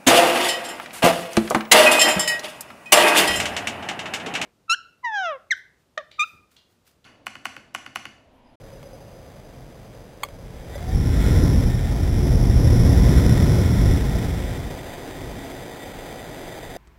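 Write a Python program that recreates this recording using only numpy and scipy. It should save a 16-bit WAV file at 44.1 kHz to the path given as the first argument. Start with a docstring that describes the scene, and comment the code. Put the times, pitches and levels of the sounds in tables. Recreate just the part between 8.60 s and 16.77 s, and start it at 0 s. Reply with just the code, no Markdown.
"""Burning petrol vapour roars, low and buffeting, in a vacuum cleaner that has sucked it in on a lawn.
After a small pop the motor winds up, air rushes through the hose and the draught fans the flame.
Gas hisses at the opening, pockets of vapour catch with soft whumps, and the fire dies away while
the motor whines on. A quiet garden bed lies underneath. A small camera's low sample rate, with
each sample held, puts a gritty fizz on top."""
import sys
import numpy as np
from scipy import signal
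from scipy.io import wavfile
from scipy.ndimage import uniform_filter1d

SR = 44100
rng = np.random.default_rng(int(sys.argv[2]) if len(sys.argv) > 2 else 0)


def materialize(psi):
    """Save the field psi as 16-bit PCM at rate SR to the path in sys.argv[1].

    A 1-D psi becomes a single channel; in a 2-D psi each row is a channel.
    """
    bounded = np.clip(np.atleast_2d(psi).T, -1, 1)
    quanta = np.round(bounded * 32767).astype(np.int16)
    wavfile.write(sys.argv[1], SR, quanta)


N = 360297


def from_db(db):
    """Decibels to gain."""
    return 10 ** (np.asarray(db) / 20)


def unit_rms(x):
    """Scale to rms 1."""
    return x / np.sqrt(np.mean(x ** 2) + 1e-20)


def envelope(rows, before=None):
    """Straight lines through (time, value) rows; before is the value ahead of the first row."""
    times, values = np.transpose(rows)
    return np.interp(np.arange(N) / SR, times, values, left=before)


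def drift(rate_hz):
    """Smooth random modulation, rms about 1."""
    step, run_in = 40, 2000
    pole = np.exp(-2 * np.pi * rate_hz * step / SR)
    white = rng.standard_normal(N // step + run_in + 2)
    slow = signal.lfilter([1], [1, -2 * pole, pole * pole], white)[run_in:]
    return np.interp(np.arange(N) / step, np.arange(len(slow)), unit_rms(slow))


def resonate(x, hz, width_hz):
    """A resonant band-pass with gain 1 at its peak."""
    r, w = np.exp(-np.pi * width_hz / SR), 2 * np.pi * hz / SR
    return signal.lfilter(np.array([1, 0, -1]) * (1 - r * r) / 2, [1, -2 * r * np.cos(w), r * r], x)


def ring(clicks, hz, t60):
    """A unit click sets off a decaying sine of height 1."""
    r, w = np.exp(-np.log(1000) / (t60 * SR)), 2 * np.pi * hz / SR
    return signal.lfilter([0, np.sin(w)], [1, -2 * r * np.cos(w), r * r], clicks + 1e-18)


def narrow_noise(hz, width_hz):
    """Pitched noise: two passes through one resonance, rms 1."""
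    return unit_rms(resonate(resonate(rng.standard_normal(N), hz, width_hz), hz, width_hz))


def eddies(spectrum, flicker_db, flicker_hz, tilt_db=0, bass_db=0, pivot_hz=80, bass_hz=55):
    """Quarter-octave noise bands, each flickering alone, with a tilt per octave and a bass shelf."""
    edges = np.geomspace(18, 2900, 30)
    points_hz, points_db = np.transpose(spectrum)
    white = rng.standard_normal((2, N + SR // 2))
    out, power = 0, 0
    for k, (low, high) in enumerate(zip(edges, edges[1:])):
        hz = np.sqrt(low * high)
        band_pass = signal.butter(3, [low, high], "band", fs=SR, output="sos")
        band = signal.sosfilt(band_pass, white[k % 2])[-N:]
        band *= from_db(np.interp(np.log(hz), np.log(points_hz), points_db))
        octaves = np.clip(np.log2(hz / pivot_hz), -1, 2)
        colour_db = tilt_db * octaves + bass_db * (hz < bass_hz)
        out += band * from_db(flicker_db * drift(flicker_hz) + colour_db)
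        power += np.mean(band ** 2)
    return out / np.sqrt(power)


# Spectrum of the outdoor bed: f/Hz, relative density/dB
GARDEN_SPECTRUM = [(12, -33), (20, -10), (43, 3), (60, -7.5), (130, -1), (205, -9), (343, -11.5),
                   (373, -17), (405, -7.5), (540, -9), (611, -8), (721, -14.5), (1210, -23), (2190, -24),
                   (2750, -26.5), (3580, -69), (6050, -120)]
# Envelope of a faint drone, strongest at the start: t/s, level/dB
DRONE_ENVELOPE = [(0, -52), (.28, -48.5), (.6, -58), (1, -61), (2, -56), (2.6, -69)]


def garden(bed_db=-43.5):
    """A soft, dark outdoor bed with a narrow, hollow drone."""
    drone = from_db(envelope(DRONE_ENVELOPE)) * narrow_noise(hz=541, width_hz=66)
    return from_db(bed_db) * eddies(GARDEN_SPECTRUM, flicker_db=-0.55, flicker_hz=5.5) + drone


def scatter(x, level_db=-21, t60=.18):
    """Fence and shrubs throw back a faint, dense tail."""
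    t = np.arange(SR // 2) / SR
    tail = rng.standard_normal(len(t)) * np.exp(-np.log(1000) * t / t60)
    return from_db(level_db) * signal.fftconvolve(x, tail / np.linalg.norm(tail))[:N]


# Pop cues: t/s, snap level/dB, knock level/dB
POP_CUES = [(.229, -41.5, -45), (1.631, -33, -70), (1.6339, -16.5, -60), (1.6375, -21, -60),
            (1.6485, -37, -36), (1.687, -40, -40), (2.156, -49, -25.5), (2.179, -40, -50)]
# Modes of the plastic shell: f/Hz, relative level/dB, t60/s
SHELL_MODES = [(1016, -6.5, 0.033), (1170, -0.5, 0.02), (1470, -9, 0.0073), (2200, 3.5, 0.01),
               (2580, -21, .008)]


def pops(low_cut_hz=720):
    """Each pop snaps in the thin plastic shell and knocks the hollow drum behind it."""
    snaps, knocks = np.zeros((2, N))
    for at_s, snap_db, knock_db in POP_CUES:
        at = round(at_s * SR)
        snaps[at], knocks[at] = from_db(snap_db), from_db(knock_db)
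    shell = sum(from_db(db) * ring(snaps, hz, t60) for hz, db, t60 in SHELL_MODES)
    # a small shell radiates no bass
    shell = signal.sosfilt(signal.butter(4, low_cut_hz, "high", fs=SR, output="sos"), shell)
    return shell + ring(knocks, hz=570, t60=0.06)


def motor_speed(on_s=1.63, spin_up_s=.545):
    """Share of full speed: a quick climb after switch-on, then levelling off."""
    return 1 - np.exp(-np.maximum(np.arange(N) / SR - on_s, 0) / spin_up_s)


# Tones of motor and fan at full speed: f/Hz, relative level/dB
MOTOR_TONES = [(1066, -64), (1938, -61.5), (2353, -74), (2540, -64), (3200, -60)]
# Casing resonances that lift a tone as it sweeps through: f/Hz, width/Hz, boost/dB
CASING_RESONANCES = [(738, 78, 21), (1550, 40, 12), (1820, 39, 12), (1970.5, 37, 13)]


def motor(level_db=-1.0, strain_db=2.0, wobble=0.00342, rough_db=3.0, sing_speed=.585):
    """The whine rises with speed, is louder under the strain of winding up, and rings the casing."""
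    speed, whine = motor_speed(), 0
    travel = np.cumsum(speed * (1 + wobble * drift(20.1))) / SR
    for full_hz, db in MOTOR_TONES:
        lift_db = sum(boost_db / (1 + ((full_hz * speed - hz) / width) ** 2)
                      for hz, width, boost_db in CASING_RESONANCES)
        whine += from_db(db + lift_db + rough_db * drift(30)) * np.sin(2 * np.pi * full_hz * travel)
    # the tones break out as the motor passes sing_speed
    singing = .5 + .5 * np.tanh((speed - sing_speed) / 0.011)
    return np.sqrt(2) * from_db(level_db + strain_db * (1 - speed)) * singing * whine


# Air columns of hose and drum: f/Hz, width/Hz, relative level/dB
HOSE_RESONANCES = [(54.7, 9.4, 4.5), (83.5, 9.1, 2), (117, 5.5, 2), (272.6, 22.5, 3.5), (360.2, 7.7, 6.5),
                   (468, 21, -1), (578, 14, -11), (681, 29, -2), (801, 16, -36)]


def hose(x):
    """The hollow colour that hose and drum add to a sound passing through."""
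    return sum(from_db(db) * resonate(x, hz, width) for hz, width, db in HOSE_RESONANCES)


# Resonances of the opening: f/Hz, width/Hz, relative level/dB
OPENING_RESONANCES = [(1026, 34, -6), (1393, 300, -0.5), (1908, 460, 2.5), (2165, 116, -4.5),
                      (2525, 230, -7)]
# Envelope of the burning gas's hiss: t/s, level/dB
HISS_ENVELOPE = [(2.08, -76), (2.16, -57), (2.4, -48), (2.68, -36.5), (3.15, -46.5), (3.65, -47.5),
                 (4.58, -36), (5.7, -42.5), (6.3, -62.5), (7.6, -56)]


def gas_hiss():
    """Burning gas hisses in the resonances of the opening."""
    hiss = sum(from_db(db) * narrow_noise(hz, width) for hz, width, db in OPENING_RESONANCES)
    return from_db(envelope(HISS_ENVELOPE, before=-120)) * unit_rms(hiss)


def warmth(warming_s=0.84):
    """The machine's heat lags behind the burning gas."""
    gas = from_db(envelope(HISS_ENVELOPE, before=-120))
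    pole = np.exp(-1 / (warming_s * SR))
    return signal.lfilter([1 - pole], [1, -pole], gas)


# Spectrum of the air rush: f/Hz, relative density/dB
AIR_SPECTRUM = [(30, 4.5), (60, -15), (150, -1.5), (200, -5), (290, -2), (450, -2.5), (620, -2.5),
                (880, -4), (1020, -15), (1180, -18.5), (1400, -10), (1700, -14), (1980, -8), (2750, -16)]


def airflow(suction_db=-38.5, speed_power=1.47, updraught_db=1.0, hose_db=-4, flutter_db=0.95):
    """Motor and heat draw air through hose and fan; the rush and the gas hiss flutter together."""
    air = eddies(AIR_SPECTRUM, flicker_db=0.97, flicker_hz=21)
    air += from_db(hose_db) * hose(air)
    suction = from_db(suction_db) * motor_speed() ** speed_power
    draught = np.hypot(suction, from_db(updraught_db) * warmth())
    rush = draught * air + gas_hiss()
    return from_db(flutter_db * drift(58)) * rush


# Bass-heavy spectrum of the fire: f/Hz, relative density/dB
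FIRE_SPECTRUM = [(18, -30), (28, -2), (38, -2.5), (52, -1), (125, -3.5), (165, -5.5), (220, -12),
                 (310, -18.5), (430, -21.5), (550, -26), (700, -33), (1000, -36), (1150, -40.5),
                 (2750, -72)]


def rumble(tilt_db, bass_db=0, hose_db=-2.5, window_s=.12):
    """Turbulent burning, coloured by the hose; slow swells are levelled out, the fast grain stays."""
    roar = eddies(FIRE_SPECTRUM, flicker_db=.5, flicker_hz=8.8,
                  tilt_db=tilt_db, bass_db=bass_db, pivot_hz=83)
    roar += from_db(hose_db) * hose(roar)
    power = np.abs(uniform_filter1d(roar ** 2, int(window_s * SR)))
    return roar / np.sqrt(power + 1e-9)


# Whump cues: peak t/s, level/dB, swell width/s, tilt/(dB per octave)
WHUMP_CUES = [(1.0, -48.5, .25, 2.5), (2.355, -18, 0.046, -4), (3.79, -17, .05, -6), (5.27, -14, .06, -8),
              (6.69, -36, .1, 4)]


def whumps(fade_ratio=1.4):
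    """Pockets of vapour catch: each swells, fades a little more slowly and has its own colour."""
    t, power, weighted_tilt = np.arange(N) / SR, 1e-12, 0
    for peak_s, db, swell_s, tilt_db in WHUMP_CUES:
        width_s = np.where(t < peak_s, swell_s, swell_s * fade_ratio)
        bell = (from_db(db) * np.exp(-.5 * ((t - peak_s) / width_s) ** 2)) ** 2
        power += bell
        weighted_tilt += tilt_db * bell
    return np.sqrt(power) * rumble(weighted_tilt / power)


# Envelope of the roar, which swells twice and burns out: t/s, relative level/dB
ROAR_ENVELOPE = [(1.63, -68), (1.72, -43), (2.05, -37), (2.24, -30), (2.38, -18.5), (2.78, -13),
                 (3.02, -14.5), (3.22, -20), (4.0, -12), (4.45, -11), (5.0, -14.5), (5.7, -21.5),
                 (6.07, -29), (6.4, -55)]


def flame(level_db=-0.5, calm_bass_db=2.5, bass_loss_db=7, neutral_gap_db=27.5, tilt_per_db=0.1358):
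    """The roar is deep and dull while the gas is calm and brightens as rushing gas tears at it."""
    roar_db, hiss_db = envelope(ROAR_ENVELOPE, before=-120), envelope(HISS_ENVELOPE)
    # the more hiss beside the roar, the brighter the flame
    tilt_db = tilt_per_db * (hiss_db - roar_db + neutral_gap_db)
    # a fierce hiss breaks up the largest eddies and thins the deep bass
    bass_db = calm_bass_db - bass_loss_db * from_db(hiss_db - hiss_db.max())
    return from_db(roar_db + level_db) * rumble(tilt_db, bass_db)


def scene():
    """A dry, open-air mono mix; only the pops get a tail."""
    popping = pops()
    return (flame() + whumps() + airflow() + motor() + popping + scatter(popping) + garden())[None]


def record(dry, hold=8, anti_alias_hz=2745, cutoff_hz=15750):
    """Sample-and-hold grit: the steps mirror the low-passed sound up into the treble."""
    dull = signal.sosfilt(signal.butter(8, anti_alias_hz, fs=SR, output="sos"), dry)
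    steps = np.repeat(dull[:, ::hold], hold, axis=1)[:, :N]
    return signal.sosfilt(signal.ellip(12, .1, 100, cutoff_hz, fs=SR, output="sos"), steps)


dry = scene()
out = record(dry)
materialize(out)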